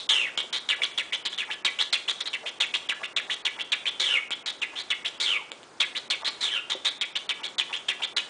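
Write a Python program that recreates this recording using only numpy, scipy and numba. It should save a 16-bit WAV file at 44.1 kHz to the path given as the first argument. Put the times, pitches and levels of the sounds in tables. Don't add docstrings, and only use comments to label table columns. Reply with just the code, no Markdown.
import sys
import numpy as np
from scipy import signal
from scipy.fft import rfft, irfft, next_fast_len
from scipy.io import wavfile
from scipy.ndimage import uniform_filter1d
from numba import njit

SR = 44100
rng = np.random.default_rng(int(sys.argv[2]) if len(sys.argv) > 2 else 0)


def master(y):
    cut = np.clip(np.atleast_2d(y).T, -1, 1)
    pcm = np.round(cut * 32767)
    wavfile.write(sys.argv[1], SR, pcm.astype(np.int16))


def magnitude_from_level(level_db):
    exponent = np.asarray(level_db, float) / 20
    return 10 ** exponent


N = 365588


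def rms_one(x):
    return x / np.sqrt(np.mean(x ** 2) + 1e-20)


def at_hz(points, hz):
    points = np.array(points)
    return np.interp(np.log(hz), np.log(points[:, 0]), points[:, 1])


def in_time(tables, silent):
    rows = []
    for table in tables:
        first, last = np.array(table[0], float), np.array(table[-1], float)
        first[[0, silent]] = first[0] - .005, -75
        last[[0, silent]] = last[0] + .012, -75
        rows += [first, *table, last]
    s, *columns = np.transpose(np.array(rows, float))
    s = np.maximum.accumulate(s)
    return [np.interp(np.arange(N) / SR, s, column) for column in columns]


def coloured(x, spectrum):
    size = next_fast_len(N)
    gain = magnitude_from_level(at_hz(spectrum, np.fft.rfftfreq(size, 1 / SR) + 1))
    return irfft(rfft(x, size) * gain, size)[:N]


def flutter(hz):
    r = np.exp(-2 * np.pi * hz / SR)
    return rms_one(signal.lfilter([1], [1, -2 * r, r * r], rng.standard_normal(N)))


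def clicks(events):
    train = np.zeros(N)
    for s, db in events:
        train[round(s * SR)] = magnitude_from_level(db)
    return train + 1e-18


def ring(train, hz, t60_s):
    r, w = magnitude_from_level(-60 / (t60_s * SR)), 2 * np.pi * hz / SR
    return signal.lfilter([0, np.sin(w)], [1, -2 * r * np.cos(w), r * r], train)


@njit
def moving_resonance(x, turn, r):
    out, a, b = np.zeros(len(x)), 0., 0.
    for i in range(len(x)):
        a, b = x[i] + 2 * r[i] * turn[i] * a - r[i] * r[i] * b, a
        out[i] = a - r[i] * turn[i] * b
    return out


def throat(x, hz, width_hz):
    return moving_resonance(x, np.cos(2 * np.pi * hz / SR), np.exp(-np.pi * width_hz / SR) * np.ones(N))


def evened(x, span_s):
    return x / np.sqrt(uniform_filter1d(x ** 2, int(span_s * SR)) + 1e-9)


def puffs(rate_hz, jitter, spread_db, breath):
    phase = np.cumsum(rate_hz * np.exp(jitter * flutter(150)) / SR)
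    opened = np.diff(np.floor(phase), prepend=0)
    train = opened * magnitude_from_level(spread_db * rng.standard_normal(N))
    swell = signal.fftconvolve(train, np.hanning(int(0.0058 * SR)), "same")
    return rms_one(train) + breath * rms_one(swell * rng.standard_normal(N))


# frequency in Hz, level in dB.
HISS_SPECTRUM = [(18, -61), (30, -26.5), (372, -3), (699, -5), (1410, -7), (1560, -9.5), (2920, -18.5),
                 (3140, -18.5), (4850, -16), (9800, -24), (12700, -72.5), (21600, -120)]
HISS_DB = -51


def recorder_hiss():
    return magnitude_from_level(HISS_DB + .6 * flutter(1)) * rms_one(coloured(rng.standard_normal(N), HISS_SPECTRUM))


def earlier_call_echo():
    tail = rms_one(throat(rng.standard_normal(N), np.full(N, 3700.), width_hz=390))
    return magnitude_from_level(-35.5) * np.exp(-np.arange(N) / SR / 0.052) * tail


# frequency in Hz, T60 in seconds.
ROOM_T60 = [(200, 0.66), (2000, 0.52), (3400, 0.44), (4400, 0.37), (10000, 0.61)]


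def room(x):
    hz, s, cells = signal.stft(rng.standard_normal(SR // 2), SR, nperseg=128)
    decay_db = -60 * s / at_hz(ROOM_T60, hz + 1)[:, None]
    tail = signal.istft(cells * magnitude_from_level(decay_db), SR, nperseg=128)[1]
    tail = tail * (1 - np.exp(-np.arange(len(tail)) / SR / 0.0025))
    return signal.fftconvolve(x, tail / np.sqrt(np.sum(tail ** 2)))[:N]


def turning(x):
    poses, turns_per_s = 5, 6.9
    pose = rng.integers(0, poses, 60)[(np.arange(N) / SR * turns_per_s + .7).astype(int)]
    return sum(room(x * uniform_filter1d(1. * (pose == k), size=200)) for k in range(poses))


def near_walls(x):
    lags_s = np.sort(rng.uniform(0.001515, .022, 14))
    echoes = np.zeros(int(.03 * SR))
    echoes[(lags_s * SR).astype(int)] = magnitude_from_level(-12.5 - 840 * lags_s) * rng.choice([-1, 1], len(lags_s))
    dulling = signal.butter(1, 5000, fs=SR, output="sos")
    return signal.sosfilt(dulling, signal.fftconvolve(x, echoes)[:N])


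# time in seconds, peak in dB.
TICK = [
    (0.3767, -12.5),
    (1.261, -17.5),
    (6.278, -15.5),
    (4.307, -15.5),
    (5.5177, -21),
    (5.6311, -35),
    (5.6371, -41),
    (6.6992, -24),
]
# time in seconds, peak in dB.
KNOCK = [
    (.44, -45),
    (5.53, -48.5),
    (6.751, -35),
]
# frequency in Hz, level in dB, T60 in seconds.
PERCH = [(394, -1.5, 0.077), (528, 5, 0.045)]
SNAP_DB, SNAP_AFTER_S = 4, 0.0048


def cage():
    snaps = [(s + SNAP_AFTER_S, db + SNAP_DB) for s, _, db, *_ in FALLING]
    hit = clicks(TICK + snaps)
    tick = 1.56 * ring(hit, 3380, 0.0034) + 0.43 * ring(hit, 7100, 0.004) + 0.13 * ring(hit, 1600, 0.014)
    return tick + sum(magnitude_from_level(db) * ring(clicks(KNOCK), hz, t60_s) for hz, db, t60_s in PERCH)


# centre in seconds, peak in dB, pitch in Hz.
CROAK = [(0.796, -45, 686), (1.491, -41, 890), (2.441, -43, 597), (3.01, -43.5, 830), (3.281, -47, 700),
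         (3.573, -45, 930), (4.731, -46, 950), (6.22, -41, 1030), (7.404, -43.5, 1025), (7.703, -42, 936),
         (8.002, -41.5, 830)]
CROAK_SAG = 0.28


def croaks():
    out, swell = np.zeros(N), np.hanning(int(.065 * SR))
    source = puffs(rate_hz=400, jitter=.3, spread_db=3.5, breath=1.0)
    slide = 1 + CROAK_SAG * np.linspace(1, -1, num=len(swell))
    r = np.full(len(swell), np.exp(-np.pi * 240 / SR))
    for s, db, hz in CROAK:
        i = round((s - .025) * SR)
        span = slice(i, i + len(swell))
        rung = moving_resonance(source[span], np.cos(2 * np.pi * hz * slide / SR), r)
        out[span] += magnitude_from_level(db) * swell * rms_one(rung)
    return out


# start in seconds, length in seconds, level in dB, first pitch in Hz, last pitch in Hz.
UNDER = [
    (.1, .09, -49, 2365, 1500),
    (4.01, 0.2, -42, 2335, 1250),
    (5.235, 0.032, -36.5, 2250, 2150),
    (5.278, 0.15, -45.5, 1407, 900),
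    (6.482, .135, -41, 2737, 1330),
    (6.705, .04, -45, 1405, 863),
]
UNDER_BEND = [1.3, 1.9, 1.23, 0.79, 2.6, 1.04]
UNDER_FADE_DB = -3.5


def slides():
    out = []
    for (s, span, db, first, last), bend in zip(UNDER, UNDER_BEND):
        rows = []
        for u in np.linspace(0, 1, num=6):
            if bend > 1:
                hz = last + (first - last) * (1 - u) ** bend
            else:
                hz = first + (last - first) * u ** (1 / bend)
            rows.append((s + u * span, hz, db + UNDER_FADE_DB * u ** 4))
        out.append(rows)
    return out


def under_voice():
    pitch_hz, level_db = in_time(slides(), silent=2)
    phase = 2 * np.pi * np.cumsum(pitch_hz * (1 + .045 * flutter(80))) / SR
    return np.sqrt(2) * magnitude_from_level(level_db + 3 * flutter(80)) * np.sin(phase)


# start in seconds, length in seconds, peak in dB, first throat pitch in Hz, last in Hz.
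FALLING = [(0.978, 0.041, -22.5, 3450, 1940), (1.649, .041, -19.5, 3850, 2100),
           (1.927, 0.04, -19.5, 4020, 2330), (2.603, 0.046, -20.5, 3860, 2120),
           (2.89, 0.043, -23.5, 3300, 1360), (3.164, 0.039, -22.5, 3540, 1800),
           (5.802, 0.045, -20, 3810, 1870), (6.102, 0.047, -22.5, 3990, 2080),
           (7.012, 0.035, -23.5, 3610, 2084), (7.884, .041, -22, 3380, 1970),
           (8.166, 0.037, -21, 3880, 2420)]
SAGGING = [(0.689, 0.059, -23, 3500, 1620), (1.253, 0.033, -27, 4030, 2700),
           (1.379, 0.068, -28.5, 3500, 1640), (2.331, 0.035, -27.5, 3200, 1760),
           (3.451, 0.039, -23.5, 3640, 1940), (3.72, 0.03, -21.5, 3620, 1770),
           (4.617, 0.034, -25, 3160, 1850), (4.904, 0.035, -23, 3444, 1920),
           (7.292, 0.037, -25, 3560, 2050), (7.583, 0.044, -23.5, 3700, 2300)]
RISING = [(0.819, 0.039, -21, 2080, 3670), (1.125, 0.036, -23.5, 2060, 3500),
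          (1.503, 0.043, -29, 1820, 3420), (2.08, 0.04, -23, 2740, 3750), (2.459, 0.039, -28.5, 2360, 3330),
          (2.739, 0.029, -21.5, 2547, 3500), (3.033, 0.031, -28, 1670, 3000),
          (3.298, 0.049, -26, 1696, 3830), (5.048, 0.039, -26, 2120, 3600),
          (7.155, 0.025, -23.5, 2500, 3700), (7.434, 0.047, -30, 2740, 4060),
          (7.728, 0.047, -27.5, 2370, 3300)]
SURGING = [(1.789, 0.047, -21, 2820, 3700), (2.257, 0.033, -28.5, 3300, 3920),
           (3.59, 0.039, -27.5, 2008, 3230), (3.857, 0.041, -22.5, 2480, 3350),
           (4.311, 0.032, -26, 2230, 3450), (4.757, 0.07, -30.5, 2720, 3900),
           (5.952, 0.039, -27, 2270, 3930), (6.247, 0.054, -23.5, 3370, 3920),
           (8.02, 0.04, -24.5, 2390, 3620)]
EVEN = [
    (.375, 0.049, -26, 3010, 3340),
    (0.528, 0.067, -27.5, 3550, 3880),
    (1.322, 0.037, -35.5, 3460, 3800),
    (2.206, 0.021, -26.5, 3770, 3820),
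    (4.461, 0.061, -29, 3830, 3500),
    (6.702, 0.043, -26, 3720, 3400),
    (6.849, 0.049, -22, 3600, 3600),
]
# share of length, level in dB re peak, share of the glide, extra beak gape in dB.
FALL_SHAPE = [(0, -3.5, 0.02, -1), (.2, -2.5, .12, 2.5), (.62, -7, .62, 1.5), (1, -12.5, 1, 2)]
SAG_SHAPE = [(0, -4.5, 0.02, 4), (.38, 0, 0.3, -0.5), (.72, -6, 0.79, -0.5), (1, -14, 0.93, -1)]
RISE_SHAPE = [(0, -5, 0.014, 2), (0.252, -2, 0.69, -0.5), (.65, -6.5, 0.78, 3), (1, -12.5, 0.85, 13.5)]
SURGE_SHAPE = [(0, -6.5, 0.02, 3), (.22, -6.5, .62, -0.5), (.58, -1.5, 0.93, -1), (.8, -7.5, 1, 0.5),
               (1, -20, .85, 15.5)]
EVEN_SHAPE = [(0, -4.5, 0.02, 8.5), (.4, -1.5, 0.39, -4), (0.699, -6, 0.46, 4.5), (1, -14.5, 0.73, -4.5)]
# time in seconds, level in dB, throat resonance in Hz.
LONG = [
    [(.092, -19, 3420), (.122, -22.5, 3310), (.151, -23.5, 3070), (.185, -25.5, 2870), (.237, -27.5, 2630),
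     (.295, -40, 1600)],
    [(3.998, -24, 3810), (4.034, -28, 3520), (4.103, -26.5, 2990), (4.145, -22.5, 2850), (4.172, -23, 2180),
     (4.192, -33, 2170)],
    [(5.201, -24.5, 3480), (5.231, -29, 4100), (5.265, -27.5, 3380), (5.317, -26, 3040), (5.345, -27, 2550),
     (5.374, -27.5, 2280)],
    [(6.409, -32.5, 3970), (6.442, -25, 3630), (6.505, -35, 3006), (6.537, -29, 3240), (6.568, -26, 2800),
     (6.6, -35, 2600)],
]
GAPE_DB, GAPE_DB_PER_KHZ, GAPE_AT_HZ = -15.5, 8, 3500
LONG_GAPE_DB, LONG_GAPE_FADE_DB = 4.5, -11


def calls():
    out = []
    kinds = ((FALLING, FALL_SHAPE), (SAGGING, SAG_SHAPE), (RISING, RISE_SHAPE),
             (SURGING, SURGE_SHAPE), (EVEN, EVEN_SHAPE))
    for table, shape in kinds:
        for s, span, db, first, last in table:
            out.append([(s + u * span, db + rel_db, first + glide * (last - first), gape)
                        for u, rel_db, glide, gape in shape])
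    for note in LONG:
        start, span = note[0][0], note[-1][0] - note[0][0]
        out.append([(s, db, hz, LONG_GAPE_DB + LONG_GAPE_FADE_DB * (s - start) / span)
                    for s, db, hz in note])
    return sorted([(s, db, hz, gape + GAPE_DB + GAPE_DB_PER_KHZ * (hz - GAPE_AT_HZ) / 1000)
                   for s, db, hz, gape in call] for call in out)


# frequency in Hz, gain in dB.
RASP = [(200, -49), (400, -29), (900, 0.5), (1500, 2.5), (2300, 9.5), (3500, -11), (4500, -16.5),
        (5200, -6.5), (7000, -15)]
# frequency in Hz, gain in dB.
TREBLE = [(3500, -29), (5000, 4.5), (7000, 4.5), (10000, -9.5)]
WINDPIPE_HZ, WINDPIPE_WIDTH_HZ, WINDPIPE_DB = 3380, 480, -8.5


def voice():
    level_db, throat_hz, treble_db = in_time(calls(), silent=1)
    source = puffs(rate_hz=450, jitter=.4, spread_db=2.5, breath=3)
    wobble_hz = throat_hz * (1 + .025 * flutter(120))
    held = in_time(LONG, silent=1)[0] > -60
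    width_hz = np.clip(880 + 27 * treble_db, 380, None) - 165 * held
    tone = throat(source, wobble_hz, width_hz)
    tone = evened(throat(tone, wobble_hz, 3 * width_hz), .012)
    rasp = magnitude_from_level(0.29 * treble_db - 3.1 * held) * evened(coloured(source, RASP), 0.016)
    treble = magnitude_from_level(treble_db) * evened(coloured(source, TREBLE), 0.0085)
    pipe = source
    for _ in range(2):
        pipe = throat(pipe, np.full(N, float(WINDPIPE_HZ)), WINDPIPE_WIDTH_HZ)
    pipe = magnitude_from_level(WINDPIPE_DB - 7.0 * held) * evened(pipe, .011)
    shaken = sum(magnitude_from_level(db) * ring(magnitude_from_level(level_db) * rng.standard_normal(N), hz, t60_s)
                 for hz, db, t60_s in PERCH)
    return magnitude_from_level(level_db) * (magnitude_from_level(0.5) * tone + magnitude_from_level(-3.0) * rasp + treble + pipe) + magnitude_from_level(-51.5) * shaken


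def scene():
    bird = voice() + under_voice() + croaks() + cage()
    no_bass = signal.butter(3, 230, "high", fs=SR, output="sos")
    bird = signal.sosfilt(no_bass, bird)
    bird = bird + near_walls(bird)
    return (bird + magnitude_from_level(-8.5) * turning(bird) + earlier_call_echo() + recorder_hiss())[None]


# start in seconds, lower edge in Hz.
BLANK = [(.071, 2000), (0.358, 4000), (0.507, 3500), (1.114, 5500), (1.228, 4500), (1.366, 5500),
         (1.625, 3500), (1.907, 4500), (2.589, 3500), (2.877, 4000), (3.132, 3000), (3.423, 3500),
         (3.706, 4500), (4.284, 4000), (4.428, 4000), (4.604, 5000), (5.036, 5500), (5.181, 4000),
         (5.503, 4500), (6.081, 2000), (6.227, 4500), (6.983, 4000), (7.127, 4500), (7.27, 4000),
         (7.418, 4500), (7.558, 3000), (8.135, 3000)]
BLANK_LEAD_S = 0.0021


def mute_before_attacks(cells, hz, s):
    attacks = np.sort([call[0][0] for call in calls()] + [tick[0] for tick in TICK])
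    for start, above_hz in BLANK:
        end = attacks[attacks > start][0] - BLANK_LEAD_S
        ragged = np.repeat(rng.random(33) < .17, 2)[:len(hz)] & (hz < 1.5 * above_hz)
        cells[np.ix_((hz > .7 * above_hz) & ~ragged, (s > start) & (s < end))] *= magnitude_from_level(-38)
    for call in RISING + SURGING:
        span, edge = rng.random(2)
        low_hz = 1900 + 1200 * edge
        when = (s > call[0] - .008 - .014 * span) & (s < call[0] - .003)
        cells[np.ix_((hz > low_hz) & (hz < low_hz + 1800), when)] *= magnitude_from_level(-18)


def thin_treble(cells, hz, s):
    for call in FALLING + SAGGING + RISING + SURGING + EVEN:
        when, span, edge = rng.random(3)
        start = call[0] + call[1] - .012 + .012 * when
        inside = (s > start) & (s < start + .007 + .012 * span)
        cells[np.ix_(hz > 4500 + 3000 * edge, inside)] *= magnitude_from_level(-20)
    for when, span, pitch in rng.random((600, 3)):
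        start, low_hz = when * N / SR, 4200 + 5500 * pitch
        inside = (s > start) & (s < start + .003 + .009 * span)
        cells[np.ix_((hz > low_hz) & (hz < low_hz + 800), inside)] *= magnitude_from_level(-20)


def roll_off(x):
    return signal.sosfilt(signal.butter(12, 10920, fs=SR, output="sos"), x)


def record(dry):
    rounded = .42 * np.tanh(dry[0] / .42)
    hz, s, cells = signal.stft(rounded, SR, nperseg=128, noverlap=96)
    mute_before_attacks(cells, hz, s)
    thin_treble(cells, hz, s)
    x = signal.istft(cells, SR, nperseg=128, noverlap=96)[1][None, :N]
    top_cut = signal.cheby2(16, 60, 10600, fs=SR, output="sos")
    return roll_off(signal.sosfilt(top_cut, x))


dry = scene()
out = record(dry)
master(out)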